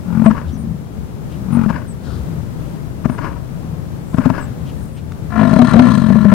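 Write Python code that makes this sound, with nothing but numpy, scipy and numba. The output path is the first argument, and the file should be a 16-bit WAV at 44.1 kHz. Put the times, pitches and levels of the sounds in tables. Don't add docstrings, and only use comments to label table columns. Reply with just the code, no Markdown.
import sys
import numpy as np
from scipy import signal
from scipy.fft import rfft, irfft
from scipy.io import wavfile
from scipy.ndimage import uniform_filter1d
from numba import njit

SR = 44100
rng = np.random.default_rng(int(sys.argv[2]) if len(sys.argv) > 2 else 0)


def unload_audio(sound):
    columns = np.transpose(np.atleast_2d(sound))
    steps = np.round(np.clip(columns, -1, 1) * 32767)
    wavfile.write(sys.argv[1], SR, steps.astype(np.int16))


N = 279573
TIME = np.arange(N) / SR


def from_db(db):
    return 10 ** (np.asarray(db) / 20)


def rms_one(x):
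    return x / np.sqrt(np.mean(x ** 2) + 1e-20)


def in_time(rows):
    s, *columns = np.transpose(rows)
    return [np.interp(TIME, s, c) for c in columns]


def during(rows):
    lasts = (TIME > rows[0][0]) & (TIME < rows[-1][0])
    return uniform_filter1d(1. * lasts, size=400)


def envelope(s, attack_s, hold_s, release_s):
    away = np.maximum((s - TIME) / attack_s, (TIME - s - hold_s) / release_s)
    return from_db(-20 * np.clip(away, 0, 10))


def at_hz(points):
    hz, value = np.transpose(points)
    return np.interp(np.log(np.fft.rfftfreq(N, 1 / SR) + 1), np.log(hz), value)


def noise(colour):
    spectrum = rfft(rng.standard_normal(N)) * from_db(at_hz(colour))
    return rms_one(irfft(spectrum, N))


def low_pass(x, hz, order=2):
    return signal.sosfilt(signal.butter(order, min(hz, SR / 3), fs=SR, output="sos"), x + 1e-18)


def high_pass(x, hz, order=2):
    return signal.sosfilt(signal.butter(order, hz, "high", fs=SR, output="sos"), x + 1e-18)


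def drift(hz):
    return rms_one(low_pass(rng.standard_normal(N), hz))


def resonate(x, modes):
    out = 0
    for k, (hz, width, db) in enumerate(modes):
        r = np.exp(-np.pi * width / SR)
        poles = [1, -2 * r * np.cos(2 * np.pi * hz / SR), r * r]
        gain = (-1) ** k * from_db(db) * (1 - r * r) / 2
        out = out + gain * signal.lfilter([1, 0, -1], poles, x + 1e-18)
    return out


@njit
def glide(x, hz, width):
    out, state = np.zeros(len(x)), 0j
    for i in range(len(x)):
        if x[i] != 0 or abs(state) > 1e-9:
            state = state * np.exp((-np.pi * width + 2j * np.pi * hz[i]) / SR) + x[i]
            out[i] = state.imag
    return out


def even(x):
    return x / np.sqrt(np.abs(uniform_filter1d(x * x, size=2000)) + 0.0015 * np.max(x * x))


def folds(rows, jitter, shimmer_db, width_hz):
    rate, throat_hz, db = in_time(rows)
    flapping = (TIME > rows[0][0]) * (TIME < rows[-1][0])
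    cycles = np.cumsum(rate * (1 + jitter * drift(30)) * flapping) / SR
    pulses = np.diff(np.ceil(cycles), prepend=0) * from_db(shimmer_db * rng.standard_normal(N))
    chest = from_db(-5) * glide(pulses, .7 * throat_hz, 70.)
    body = high_pass(glide(pulses, throat_hz, width_hz) + chest, np.min(throat_hz) / 2)
    return pulses, even(low_pass(body, 259, order=4)) * from_db(db) * during(rows)


# t/s, length/s, pulse f/Hz, start f/Hz, end f/Hz, peak level/dB
FAR_BELLOWS = [(0.438, 0.1, 80, 88, 76, -20.5), (.53, 0.31, 52.6, 244, 133, -20),
               (2.12, 0.16, 82, 108, 72, -24.5)]
FAR_PEAK_SHARE, FAR_SWELL_DB, FAR_FADE_DB = 0.63, 7, 20


def far_bellow(s, length, rate, start_hz, end_hz, db):
    effort = [(0, -FAR_SWELL_DB), (FAR_PEAK_SHARE, 0), (1, -FAR_FADE_DB)]
    rows = [(s + u * length, rate, start_hz + u * (end_hz - start_hz), db + effort_db)
            for u, effort_db in effort]
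    return folds(rows, jitter=.14, shimmer_db=2.5, width_hz=26.)[1]


# f/Hz, relative level/dB
MEADOW = [(12, -55), (20, -4.5), (37, -44), (60, -2), (107, -2.5), (163, 2), (187, -3.5), (216, -6.5),
          (357, -16.5), (513, -20), (1610, -34.5), (2910, -40), (4810, -43), (11400, -46), (16000, -48)]
# f/Hz, level difference/dB
MEADOW_SIDE = [(60, 15.7), (110, 7.7), (200, 5.6), (380, 9.7), (700, 8.1), (1290, 11.7), (2380, 5.2),
               (4400, 3.9), (8120, 3.8), (15000, 3.2)]
# f/Hz, correlation (-1 to 1)
MEADOW_LIKENESS = [(60, -0.29), (130, 0.27), (290, 0.3), (640, 0.2), (1410, -0.22), (3100, -0.03),
                   (6820, -0.17), (15000, 0.016)]
MEADOW_DB = -27


def herd():
    alike, side_db = np.clip(at_hz(MEADOW_LIKENESS), -1, 1), at_hz(MEADOW_SIDE)
    mid, side = rfft(noise(MEADOW)), rfft(noise(MEADOW))
    flip = np.array([[1], [-1]])
    spread = np.sqrt(1 + alike) * mid + flip * np.sqrt(1 - alike) * side
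    bed = irfft(spread * from_db(flip * side_db / 2), N)
    bed = bed / np.std(bed.mean(axis=0)) * from_db(MEADOW_DB + drift(1.15))
    far = sum(far_bellow(*row) for row in FAR_BELLOWS)
    return bed + far * from_db([[3], [-6]])


# t/s, length/s, centre f/Hz, level/dB before the left and right gains
RUSTLES = [(0.443, .094, 3470, -54.5), (1.282, 0.096, 2800, -54.5), (2.603, 0.088, 2900, -62),
           (3.986, .35, 7850, -58.5), (4.636, .099, 2820, -50.5), (4.688, 0.29, 8900, -58.5),
           (4.949, .069, 2490, -51.5), (5.118, 0.0078, 1310, -37.5)]


def grass(grain_db):
    out = np.zeros(N)
    for s, length, hz, db in RUSTLES:
        n = int(length * SR)
        grains = rng.standard_normal(n) * from_db(grain_db * rng.standard_normal(n)) * np.hanning(n)
        swish = rms_one(resonate(grains, [(hz, 0.29 * hz, 0)]))
        out[int(s * SR):int(s * SR) + n] += from_db(db) * swish
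    return out


def whistle(s, hz, db, upper_ratio):
    u = np.linspace(0, 1, len(hz))
    waver = 1 + .014 * rms_one(low_pass(rng.standard_normal((2, len(u))), 400))
    cycles = np.cumsum(hz * waver * [[1], [upper_ratio]], axis=1) / SR
    lower, upper = np.sin(2 * np.pi * cycles)
    note = from_db(db) * np.sqrt(4 * u * (1 - u)) * (lower + .5 * upper)
    return np.pad(note, (int(s * SR), N))[:N]


# t/s, length/s, f/Hz they fall towards, level/dB before the left and right gains
CHIRPS = [(.241, 0.059, 8100, -42.5), (0.57, 0.068, 8800, -50), (1.518, .054, 8840, -43),
          (1.875, .057, 7840, -43.5), (3.09, .085, 8660, -50.5), (4.4, 0.063, 7560, -46),
          (4.92, .067, 8400, -54)]
CHIRP_START_RATIO = 1.12
# t/s, length/s, foot f/Hz, top f/Hz, level/dB before the left and right gains
PEEP = (.517, .055, 5300, 6100, -52)


def bird(bend, upper_ratio):
    s, length, foot_hz, top_hz, db = PEEP
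    arch = np.sin(np.linspace(0, np.pi, int(length * SR)))
    out = whistle(s, foot_hz + (top_hz - foot_hz) * arch, db, upper_ratio)
    for s, length, end_hz, db in CHIRPS:
        fall = np.exp(-bend * np.linspace(0, 1, int(length * SR)))
        out = out + whistle(s, end_hz * (1 + (CHIRP_START_RATIO - 1) * fall), db, upper_ratio)
    return out


def scatter(x, t60, dull_hz):
    decay = from_db(-60 * TIME[:SR] / t60)
    tail = low_pass(rng.standard_normal((2, SR)), dull_hz) * decay
    tail = tail / np.sqrt(np.sum(decay ** 2))
    return signal.fftconvolve(x[None], tail, axes=1)[:, :N]


# t/s, length/s, level/dB before the microphone gains
SNIFF = (2.052, 0.11, -35)
# f/Hz, relative level/dB
SNIFF_COLOUR = [(100, -10), (300, 16), (700, -2), (1100, -6), (1450, 1.5), (2200, -26), (3400, -10.5),
                (4600, -12), (6000, -20), (9000, -20), (14000, -36)]
SNIFF_ATTACK_S, SNIFF_RELEASE_S = 0.046, .12


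def sniff():
    s, length, db = SNIFF
    return from_db(db) * envelope(s, SNIFF_ATTACK_S, length, SNIFF_RELEASE_S) * noise(SNIFF_COLOUR)


# t/s, length/s, rush level/dB, parted lips level/dB (before flutter and gains)
HUFFS = [(0.301, 0.0096, -25, -34), (0.349, 0.036, -30.5, -39.5), (1.692, 0.014, -25, -34),
         (1.744, 0.034, -35, -34), (3.123, 0.022, -37, -45), (3.183, 0.0095, -31, -35.5),
         (3.227, 0.046, -27.5, -38), (4.215, 0.041, -32.5, -34), (4.349, 0.04, -29, -31.5)]
# f/Hz, relative level/dB
HUFF_COLOUR = [(150, -7), (290, 9.5), (380, -13.5), (580, -3), (780, -15), (950, 5.5), (1250, -1),
               (1720, -9.5), (1950, -16), (2700, -17), (3700, -33), (5000, -27.5), (9000, -40),
               (16000, -45)]
# f/Hz, width/Hz, relative level/dB
LIPS = [(600.7, 29, 10), (1040, 220, -5.5), (1155, 24, -9), (1453, 54, 4), (1660, 108, 4.5),
        (2200, 340, -10), (2640, 72, -12.5), (2860, 110, -13), (4960, 420, -21.5)]
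HUFF_RISE, HUFF_FALL = 0.75, 2.54
PUFF_DB, PUFF_HZ = -1.5, 330


def huffs(flutter_db):
    puff = rms_one(low_pass(rng.standard_normal(N), PUFF_HZ))
    rush = noise(HUFF_COLOUR) + from_db(PUFF_DB) * puff
    lips = rms_one(resonate(rng.standard_normal(N), LIPS))
    out = 0
    for s, length, rush_db, lips_db in HUFFS:
        breath = envelope(s, HUFF_RISE * length, length, HUFF_FALL * length)
        out = out + breath * (from_db(rush_db) * rush + from_db(lips_db) * lips)
    return out * from_db(flutter_db * drift(70))


# t/s, blow level/dB, ring level/dB, ring f/Hz, time the folds stay shut/s
SLAPS = [(0.2599, 3.5, 7, 218, 0.034), (0.3065, -13, -8.5, 216, 0.027), (1.661, -10, -7.5, 211.5, 0.034),
         (1.702, -7.5, -18, 194, 0.011), (3.0554, -1.5, -8, 225, .013), (3.0972, -6.5, -15.5, 238, .022),
         (4.1435, -5.5, -13.5, 200, 0.0063), (4.1832, 1, -7, 251, 0.022), (4.2576, 3.5, -3, 253, 0.024),
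         (4.3007, 0, -12.5, 259, 0.031), (5.531, 0.5, 0, 213, .01), (5.562, 1, 1, 206, 0.012),
         (5.5921, -2, 4, 242.6, 0.038), (5.621, 5.5, -2, 238.5, .028), (5.683, -3, -14, 218, .02),
         (5.7229, -5, -11.5, 240, .023), (5.7395, 6, 2, 209, 0.015), (5.767, -1.5, 4, 230.8, 0.06),
         (5.7925, 13.5, 4.5, 246.7, .055), (6.1024, -3.5, 0, 210.6, 0.01646), (6.156, -6, -2, 215.2, 0.046),
         (6.252, -2, 0.5, 203, .07)]


def folds_shut():
    shut = np.zeros(N)
    for s, *_, shut_s in SLAPS:
        shut[int((s - .004) * SR):int((s + shut_s) * SR)] = 1
    return uniform_filter1d(shut, size=200)


# f/Hz, width/Hz, relative level/dB
TRACT = [(1040, 100, 1), (1364, 85, 0), (1740, 110, -3.5), (2350, 300, -25), (2865, 80, -21)]
CRACK_DB = -11.5


def slaps(ring_t60, thump_hz, thump_t60, crack_t60, mouth_db):
    low, burst, t = np.zeros(2 * N), np.zeros(2 * N), TIME[:SR // 6]
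    for s, blow_db, ring_db, hz, shut_s in SLAPS:
        start, crack_db = int(s * SR), blow_db + CRACK_DB
        span = slice(start, start + len(t))
        ring = from_db(ring_db - 60 * t / ring_t60) / (1 + (t / shut_s) ** 8)
        low[span] += ring * np.sin(2 * np.pi * hz * t)
        low[span] += from_db(blow_db - 60 * t / thump_t60) * np.sin(2 * np.pi * thump_hz * t)
        low[span] += from_db(blow_db + mouth_db - 60 * t / 0.04) * np.sin(2 * np.pi * 630 * t)
        burst[span] += from_db(crack_db - 60 * t / crack_t60) * np.minimum(t / 0.0013, 1)
        squeeze = np.linspace(0, 1, SR // 60)
        burst[start - len(squeeze):start] += from_db(min(crack_db, -9) - 13.5) * squeeze
    burst = burst[:N]
    crack = burst * noise(HUFF_COLOUR) + 3 * resonate(burst * rng.standard_normal(N), TRACT)
    spray = from_db(-34.0) * burst * rng.standard_normal(N)
    return low_pass(low[:N], 900, order=4) + crack + spray


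def puffs(pulses, open_s, leak):
    opened = signal.lfilter([1], [1, -np.exp(-1 / (open_s * SR))], pulses + 1e-18)
    return even(low_pass(opened, 210) + leak)


# t/s, swell/s, fade/s, pulse f/Hz, throat f/Hz at the peak, peak level/dB, air level/dB
GRUNTS = [(.056, 0.1728, 0.014, 43.5, 230, -8, -33), (1.46, .115, .078, 46.3, 240, -8.5, -30)]
# f/Hz, relative level/dB
GRUNT_COLOUR = [(300, -10), (550, -2), (720, -33), (830, 7), (1070, -1), (1250, 1.5), (1430, 1.5),
                (1700, -13.5), (2050, -16), (2400, -13), (3500, -29.5), (8000, -34)]
# f/Hz, width/Hz, relative level/dB
TRACT_TOP = [(3230, 170, -6), (3900, 160, 0), (4150, 160, -3), (5480, 350, -12), (6200, 300, -12),
             (6800, 300, -14), (8350, 700, -9)]
GRUNT_SWELL_DB, GRUNT_SAG_DB_PER_S, THROAT_HZ_PER_DB = 18, 139, 3
GRUNT_TREBLE_DB, GRUNT_AIR_ATTACK_S, GRUNT_AIR_RELEASE_S = -29.5, 0.076, .016


def grunts():
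    out = 0
    for s, swell_s, fade_s, rate, throat_hz, db, air_db in GRUNTS:
        peak_s = s + swell_s
        effort = [(s, -GRUNT_SWELL_DB), (peak_s, 0), (peak_s + fade_s, -GRUNT_SAG_DB_PER_S * fade_s)]
        rows = [(t, rate, throat_hz + THROAT_HZ_PER_DB * effort_db, db + effort_db)
                for t, effort_db in effort]
        pulses, boom = folds(rows, jitter=.012, shimmer_db=.7, width_hz=29.)
        gate = puffs(pulses, open_s=.007, leak=.2)
        hold_s = swell_s + fade_s - GRUNT_AIR_ATTACK_S
        air = envelope(s + GRUNT_AIR_ATTACK_S, GRUNT_AIR_ATTACK_S, hold_s, GRUNT_AIR_RELEASE_S)
        treble = rms_one(resonate(rng.standard_normal(N), TRACT_TOP))
        hiss = noise(GRUNT_COLOUR) + from_db(GRUNT_TREBLE_DB) * treble
        out = out + boom * from_db(-10 * folds_shut()) + from_db(air_db) * hiss * gate * air
    return out


def wander(x, depth_s):
    return np.interp(TIME + depth_s * drift(12), TIME, x)


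# t/s, pulse f/Hz, voice level/dB, air level/dB, mouth opening (0-1)
ROAR = [(5.301, 53.8, -42, -38, 0.04), (5.335, 54, -25, -28.5, 0), (5.4, 54.1, -6.5, -18, 0.62),
        (5.5, 45.7, -11.5, -25.5, 0.77), (5.629, 34.85, -3.5, -28, 1), (5.695, 45, -22.5, -20.5, 0.93),
        (5.77, 45, 1, -25.5, 1), (5.86, 62, -7, -20.5, 0.9), (5.95, 62, -11.5, -24.5, 0.98),
        (6.02, 47.3, -11, -29, 0.72), (6.27, 47.3, -9, -28.5, 0.42), (6.34, 46.6, 3, -17, 0.66)]
THROAT_HZ, THROAT_OPENING_HZ, THROAT_SINK_HZ_PER_S = 209, 37, 28.7
VOWEL_HZ, VOWEL_ONSET_HZ, VOWEL_SETTLE_S = 629.5, 110, .11
VOWEL_DB, VOWEL_FOLLOWS_VOICE, VOWEL_FADE_DB_PER_S = -11.5, 0.82, 15
WHEEZE_DB, WHEEZE_OPENING_DB = -56, 21
CHOKE_DB = -1


def roar():
    start = ROAR[0][0]
    age = np.maximum(TIME - start, 0)
    _, voice_db, air_db, opening = in_time(ROAR)
    rows = [(s, rate, THROAT_HZ + THROAT_OPENING_HZ * mouth - THROAT_SINK_HZ_PER_S * (s - start), db)
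            for s, rate, db, _, mouth in ROAR]
    unrest = np.interp(TIME, [5.45, 5.55], [.012, .18])
    pulses, boom = folds(rows, jitter=unrest, shimmer_db=2.2, width_hz=30.)
    gate = low_pass(puffs(pulses, open_s=.0035, leak=0.11), 170)
    gate = even(gate * from_db(2.1 * drift(40)))
    source = gate * rng.standard_normal(N) + 30 * pulses
    vowel_hz = VOWEL_HZ + VOWEL_ONSET_HZ * np.exp(-age / VOWEL_SETTLE_S)
    vowel_db = VOWEL_DB + VOWEL_FOLLOWS_VOICE * voice_db - VOWEL_FADE_DB_PER_S * age
    vowel = from_db(vowel_db) * even(glide(source, vowel_hz, 26.0))
    gurgle = sum(resonate(np.roll(source, k * SR // 330), [mode]) for k, mode in enumerate(TRACT))
    rasp = from_db(air_db - 1) * even(low_pass(gurgle, 2500, order=3))
    spray = (gate + .3) * rng.standard_normal(N)
    wheeze = resonate(spray, TRACT_TOP) + resonate(spray, [(3740, 3200, -12.5)])
    wheeze = wander(even(low_pass(wheeze, 9000)), depth_s=.0003)
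    wheeze = from_db(WHEEZE_DB + WHEEZE_OPENING_DB * opening) * wheeze
    rush = from_db(air_db - 7) * gate * noise(HUFF_COLOUR)
    shut = folds_shut()
    air = (rasp + wheeze + rush) * from_db(CHOKE_DB * shut)
    return boom * from_db(-10 * shut) + (vowel + air) * during(ROAR)


def scene():
    heavy = slaps(ring_t60=0.37, thump_hz=170.6, thump_t60=0.038, crack_t60=0.023, mouth_db=-15)
    voice = grunts() + roar() + heavy
    bull = high_pass(voice, 60.3) + huffs(flutter_db=2.5) + sniff()
    left = from_db(4.5) * bull
    treble = bull - low_pass(bull, 3200, order=1)
    right = from_db(-14.5) * bull + from_db(-12.5) * treble + resonate(bull, [(1100, 290, -21.5)])
    right = np.pad(right, (2, 0))[:N]
    echo = scatter(bull, t60=.7, dull_hz=4000) * from_db([[-21], [-22]])
    small = (bird(bend=2.8, upper_ratio=1.065) + grass(grain_db=6)) * from_db([[2], [-3]])
    return np.array([left, right]) + echo + small + herd()


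CUTOFF_HZ = 16000


def record(dry):
    clipped = dry / (1 + dry ** 10) ** .1
    top_cut = signal.firwin(255, CUTOFF_HZ, fs=SR)[None]
    return signal.fftconvolve(clipped, top_cut, mode="same", axes=1)


dry = scene()
out = record(dry)
unload_audio(out)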